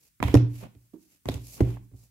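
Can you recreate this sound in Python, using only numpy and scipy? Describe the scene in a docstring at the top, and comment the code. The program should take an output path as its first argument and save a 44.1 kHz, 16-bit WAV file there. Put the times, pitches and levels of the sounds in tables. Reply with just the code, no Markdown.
"""A faint steady floor lies under the hiss of covers sliding on covers, as friction noise shaped by stroke speed.
A hardcover book taps a stack edge first, then drops flat: damped table modes boom under a clap of squeezed air,
with bursts of noise for pages, boards and edges. Then a book is drawn off its pile and knocked lightly in the hand,
as a few soft modes. A second book taps, slides and drops flat in turn, and a last few light contacts follow.
All is heard close to the microphone, with the diffuse decaying tail of a small room."""
import sys
import numpy as np
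from scipy import signal
from scipy.fft import rfft, irfft
from scipy.io import wavfile

SR = 44100
rng = np.random.default_rng(int(sys.argv[2]) if len(sys.argv) > 2 else 0)


def to_wav(s):
    """Save 16-bit WAV."""
    ch = np.atleast_2d(s).T  # columns
    pcm = np.round(np.clip(ch, -1, 1) * 32767)  # PCM
    wavfile.write(sys.argv[1], SR, pcm.astype(np.int16))


N = 92610
TIME = np.arange(N) / SR   # s
HZ = np.maximum(np.arange(N // 2 + 1) * SR / N, 1)   # bin frequencies, kept above zero for the logarithm


def from_db(db):
    """Level to amplitude: 20 dB is a factor of ten."""
    return 10 ** (np.asarray(db) / 20)


def at_hz(points, hz):
    """Linear interpolation of a table on a logarithmic frequency axis."""
    f, value = np.transpose(points)
    return np.interp(np.log(hz), np.log(f), value)


def pan(left_over_right_db):
    """Stereo placing by level difference: half raises the left, half lowers the right."""
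    return from_db(np.array([[left_over_right_db], [-left_over_right_db]]) / 2)


def noise(spectrum):
    """Partly correlated stereo noise: a shared mid and an opposed side, coloured by spectrum; rms 1."""
    # correlation of left and right: [f/Hz, correlation]
    likeness = [(60, 0.61), (250, 0.7), (500, 0.54), (1000, 0.033), (3000, .02), (14000, 0.011)]
    mid, side = rfft(rng.standard_normal((2, N)))
    alike = np.clip(at_hz(likeness, HZ), -1, 1)
    shared = np.sqrt(1 + alike) * mid
    opposed = np.sqrt(1 - alike) * side * [[1], [-1]]
    x = irfft(from_db(at_hz(spectrum, HZ)) * (shared + opposed), N)
    return x / x.std()


def since(s):
    """Elapsed time: seconds since a moment, zero before it."""
    return np.maximum(TIME - s, 0)


def dying(t, t60):
    """Exponential damping: the amplitude falls by 60 dB in t60 seconds."""
    return np.exp(-np.minimum(np.log(1000) * t / t60, 50))


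def stretch(s):
    """Finite ring time: the samples kept after a blow at s (0.8 s at most), and the time since it."""
    start = int(s * SR)
    span = slice(start, min(start + int(0.8 * SR), N))
    return span, TIME[:span.stop - start]


def struck(modes, t, soft_s):
    """Modal superposition: damped sines of alternating sign, low-passed by a soft contact."""
    ringing = 0
    for k, (hz, db, t60) in enumerate(modes):
        ringing = ringing + (-1) ** k * from_db(db) * np.sin(2 * np.pi * hz * t) * dying(t, t60)
    r = np.exp(-1 / (soft_s * SR))   # one-pole smoothing with time constant soft_s
    return signal.lfilter([1 - r], [1, -r], ringing)


def burst(source, t, rise_s, t60):
    """High modal density: short-lived modes merge into noise that swells, then dies, equal on both sides."""
    envelope = (1 - np.exp(-(t / rise_s) ** 2)) * dying(t, t60)
    x = source * envelope
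    decay_energy = np.sum(dying(t, t60) ** 2)
    return x * np.sqrt(decay_energy / np.sum(x ** 2, axis=1, keepdims=True))


def steady_floor():
    """Stationary noise: a faint background of constant level and colour."""
    # floor colour: [f/Hz, relative level/dB per Hz]
    floor_colour = [(25, -16), (58, 3), (90, 1.5), (180, -2), (330, -14.5), (600, -32.5), (1500, -16),
                    (4000, -19.5), (8000, -14), (12000, -14), (16000, -12.5)]
    return from_db(-69.5) * noise(floor_colour)


def slides():
    """Sliding friction: grainy noise swells and fades with the speed of each stroke."""
    # strokes of cover on cover: [fastest moment t/s, rise/s, fall/s, hiss level/dB, rasp level/dB, rub level/dB]
    strokes = [(0.059, .1, 0.052, -64, -72.5, -96), (0.255, 0.049, 0.17, -52.5, -41.5, -43),
               (0.594, 0.13, 0.094, -56, -58, -80), (0.644, 0.044, 0.044, -85, -55.5, -42.5),
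               (0.829, 0.081, 0.13, -75.5, -91.5, -77.5), (1.032, 0.075, 0.11, -67.5, -82, -79.5),
               (1.135, 0.064, 0.065, -65.5, -71, -87.5), (1.316, 0.076, 0.11, -53, -51.5, -44),
               (1.556, 0.2, 0.041, -48.5, -65.5, -61), (1.595, 0.037, 0.051, -62, -58, -50),
               (1.698, 0.15, 0.11, -60, -55, -50), (1.841, 0.031, 0.037, -73, -103, -85),
               (2.014, .1, 0.095, -64, -88, -70)]
    # high hiss of the covers: [f/Hz, relative level/dB per Hz]
    hiss = [(500, -25.5), (1600, -21), (2400, -3), (3300, -9), (4400, -0.5), (7000, 2), (9000, -2),
            (12000, 3), (14000, -3.5), (16000, -6.5)]
    # coarser rasp: [f/Hz, relative level/dB per Hz]
    rasp = [(300, 10), (900, 0.5), (1600, -3), (2600, 5), (4500, -10), (7000, -19), (16000, -16)]
    # low rub: [f/Hz, relative level/dB per Hz]
    rub = [(40, -13), (90, -5), (170, 8.5), (300, -4.5), (600, -4.5), (1100, -12), (2000, -27.5),
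           (6000, -60)]
    grain_db, grain_per_s = 2, 300   # spread of the random level, and its new values per second

    colours = [noise(hiss), noise(rasp), noise(rub)]
    grain_level = np.interp(TIME * grain_per_s, np.arange(N), rng.standard_normal(N))
    friction = 0
    for s, rise, fall, *levels in strokes:
        speed = np.sin(np.pi / 2 * np.interp(TIME, [s - rise, s, s + fall], [0, 1, 0])) ** 2
        stroke = sum(from_db(db) * colour for db, colour in zip(levels, colours))
        friction = friction + speed * stroke
    return pan(-1.5) * from_db(grain_db * grain_level) * friction


def air_clap(t, hz):
    """Air displacement: air squeezed out under a cover swings once up and once down in a bell-shaped envelope."""
    cycles = np.minimum(hz * t, 8)
    return np.sin(2 * np.pi * cycles) * np.exp(-2.6 * (cycles - 0.5) ** 2)   # 2.6: steepness of the bell


def blows():
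    """Impact excitation: a blow booms the table, claps the air, thuds in pages, knocks boards, cracks edges."""
    # a book meets a stack: [t/s, push into the table/dB, contact/s, air clap level/dB, clap f/Hz,
    #   page thud level/dB, board knock level/dB, edge crack level/dB, crack f/Hz, left over right/dB]
    contacts = [(0.2020, -32, 0.00056, -65, 600, -32, -34, -45, 2400, -7),
                (0.2269, -29.5, 0.00084, -17.5, 840, -22.5, -16.5, -24, 2380, -4.5),
                (0.2378, -12, 0.0029, -21, 278, -40, -27, -30, 3198, -5.5),
                (0.2820, -19, 0.0027, -54, 396, -34.5, -27.5, -33.5, 2400, -4.5),
                (0.3416, -7.5, 0.0013, -2.5, 293.2, -16, -23, -24.5, 5365, -6),
                (0.3481, -17, 0.0023, -6.5, 257, -23, -31.5, -54, 4970, -1),
                (0.3513, -15, 0.00042, -33, 220, -14, -20, -29, 5975, 1),
                (0.371, -69, 0.00078, -33, 297.6, -39, -30, -32.5, 2632, -1.5),
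                (0.75, -43.5, 0.0018, -49.5, 240, -54.5, -68, -62, 2177, -7),
                (1.256, -31.5, 0.001, -38.5, 800, -32, -35, -44.5, 6680, 0.5),
                (1.2872, -30, 0.00065, -17, 490, -27.5, -26, -26, 3840, 0),
                (1.296, -36, 0.0025, -20.5, 223, -38.5, -52, -38, 4054, -5),
                (1.3410, -23.5, 0.0019, -46, 300, -42, -52, -35.5, 7560, 0),
                (1.605, -20, .0008, -24.5, 516, -27.5, -32.5, -40.5, 2290, 11.5),
                (1.6072, -14, 0.00043, -7, 305.5, -19.5, -41, -41, 7000, -2.5),
                (1.6115, -25, 0.0012, -22, 208.4, -30, -47, -44, 3000, -5.5),
                (1.77, -62, 0.00037, -44, 826, -51, -46, -74, 1200, -5),
                (1.9150, -43, .0020, -54.5, 295.9, -56, -69, -82, 2500, -6),
                (1.934, -34.5, 0.0038, -63, 245, -46.5, -64, -86, 2510, -2)]
    # the table under its load of books: [f/Hz, relative level/dB, t60/s before settling and steadying]
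    table_modes = [(50, -19, 0.083), (57.3, -20.5, 0.97), (69, 0.5, 0.12), (93.6, 2, 0.11),
                   (117.83, 0, 0.31), (162.8, -14, 0.041), (196, -15.5, 0.23), (270.7, -6, 0.15),
                   (291.3, -11, 0.3), (379, -15, 0.34), (445, -25.5, 0.19), (515, -23.5, 0.36),
                   (673, -34.5, 0.21)]
    # the block of pages thuds dully: [f/Hz, relative level/dB per Hz]
    page_colour = [(25, -27), (45, -7), (100, 1.5), (160, 0.5), (290, 0), (480, -14), (650, -12.5),
                   (900, -28), (2000, -49)]
    # the stiff boards of a cover: [f/Hz, relative level/dB per Hz]
    board_colour = [(100, -5.5), (260, 5), (500, -1.5), (1000, 3), (1300, -10.5), (2100, -6), (3500, -43.5),
                    (8000, -50), (16000, -59)]
    # the edges of the boards: [f/Hz, relative level/dB per Hz]
    edge_colour = [(300, -27), (1200, -7.5), (2200, 2.5), (4000, -0.5), (5500, -3), (7500, -7.5),
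                   (12000, -7.5), (14000, -8), (16000, -21)]
    pages_t60_s, board_t60_s, edge_t60_s = 0.049, 0.028, 0.014
    edge_rise_s, crack_q, crack_peak_db = 0.0004, 7.7, 9.5
    settle_s = 0.36   # friction between the piled books stops the last of the table's ring
    steady_s, steady_db_per_s = 1.74, 94.5   # a hand steadies the stack and damps its earlier ring
    table_pan_db, edge_pan_db = -2.5, -1   # edges lie further right than the rest of the book

    pages, boards, edges = noise(page_colour), noise(board_colour), noise(edge_colour)
    out = np.zeros((2, N))
    for s, push_db, contact_s, clap_db, clap_hz, thud_db, board_db, edge_db, crack_hz, pan_db in contacts:
        span, t = stretch(s)
        damping_db = steady_db_per_s * since(steady_s)[span] * (s < steady_s)
        settling = np.exp(-(t / settle_s) ** 4)
        boom = from_db(push_db - damping_db) * struck(table_modes, t, contact_s) * settling

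        resonance = signal.lfilter(*signal.iirpeak(crack_hz, crack_q, fs=SR), edges[:, span])
        edge = edges[:, span] + from_db(crack_peak_db) * resonance

        clap = from_db(clap_db) * air_clap(t, clap_hz)
        thud = from_db(thud_db) * burst(pages[:, span], t, 2 * contact_s, pages_t60_s)
        knock = from_db(board_db) * burst(boards[:, span], t, contact_s / 2, board_t60_s)
        crack = from_db(edge_db) * pan(edge_pan_db) * burst(edge, t, edge_rise_s, edge_t60_s)
        out[:, span] += pan(table_pan_db) * boom + pan(pan_db) * (clap + thud + knock + crack)
    return out


def hand_knock():
    """Modal response of a held book: a light knock gives a short hollow thud of modes and noise."""
    # modes of the held book: [f/Hz, relative level/dB, t60/s]
    held_modes = [(237, -6, 0.087), (301, -5, .15), (322.7, -6, 0.27), (370, -15.5, 0.21), (405, -18, 0.16)]
    # dense body sound around them: [f/Hz, relative level/dB per Hz]
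    body_colour = [(30, -50.5), (120, -22.5), (180, -2.5), (270, -1), (400, 1), (520, -19), (1000, -26),
                   (1600, -41.5), (5000, -44)]
    knock_s, soft_s, rise_s, body_t60_s = 0.933, 0.00089, 0.0033, 0.15
    ring_db, body_db = -33, -44

    span, t = stretch(knock_s)
    ring = struck(held_modes, t, soft_s) * (1 - np.exp(-t / rise_s))
    body = burst(noise(body_colour)[:, span], t, rise_s, body_t60_s)
    out = np.zeros((2, N))
    out[:, span] = from_db(ring_db) * ring + from_db(body_db) * body
    return pan(-7.5) * out


def room(x):
    """Diffuse reverberation: convolution with noise that builds in milliseconds and dies octave by octave."""
    # reverberation time: [f/Hz, t60/s]
    room_t60 = [(60, 0.33), (200, 0.48), (500, 0.31), (1500, 0.38), (5000, 0.31), (14000, 0.083)]
    # strength of the tail: [f/Hz, level/dB]
    room_send = [(60, -25.5), (120, -8.5), (250, -12), (500, -14.5), (1500, -11.5), (5000, -6.5),
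                 (14000, -20.5)]
    white = rfft(noise([(1, 0), (2, 0)]))   # flat colour
    build_up = 1 - dying(since(0.0017), t60=0.06)   # silent for the first 1.7 ms
    tail = 0
    for hz in 62.5 * 2.0 ** np.arange(9):
        octave = np.maximum(1 - abs(np.log2(HZ / hz)), 0)   # triangular band, overlapping its neighbours
        band = irfft(white * octave, N)
        envelope = dying(TIME, at_hz(room_t60, hz)) * build_up
        tail = tail + from_db(at_hz(room_send, hz)) * band * envelope / np.sqrt(np.sum(envelope ** 2))
    return signal.fftconvolve(x, tail, axes=1)[:, :N]


def scene():
    """Linear superposition: the books, their room and a faint steady floor."""
    books = slides() + blows() + hand_knock()
    return books + room(books) + steady_floor()


def record(dry):
    """Band limiting and saturation: deep bass is dropped, the highest peaks are rounded, the top is cut."""
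    low_cut = signal.butter(4, 40, "high", fs=SR, output="sos")   # Hz
    x = signal.sosfilt(low_cut, dry)
    rounded = x / (1 + x ** 8) ** (1 / 8)
    top_cut = signal.ellip(10, 0.1, 80, 15700, fs=SR, output="sos")   # ripple dB, stopband dB, Hz
    return signal.sosfilt(top_cut, rounded)


dry = scene()
out = record(dry)
to_wav(out)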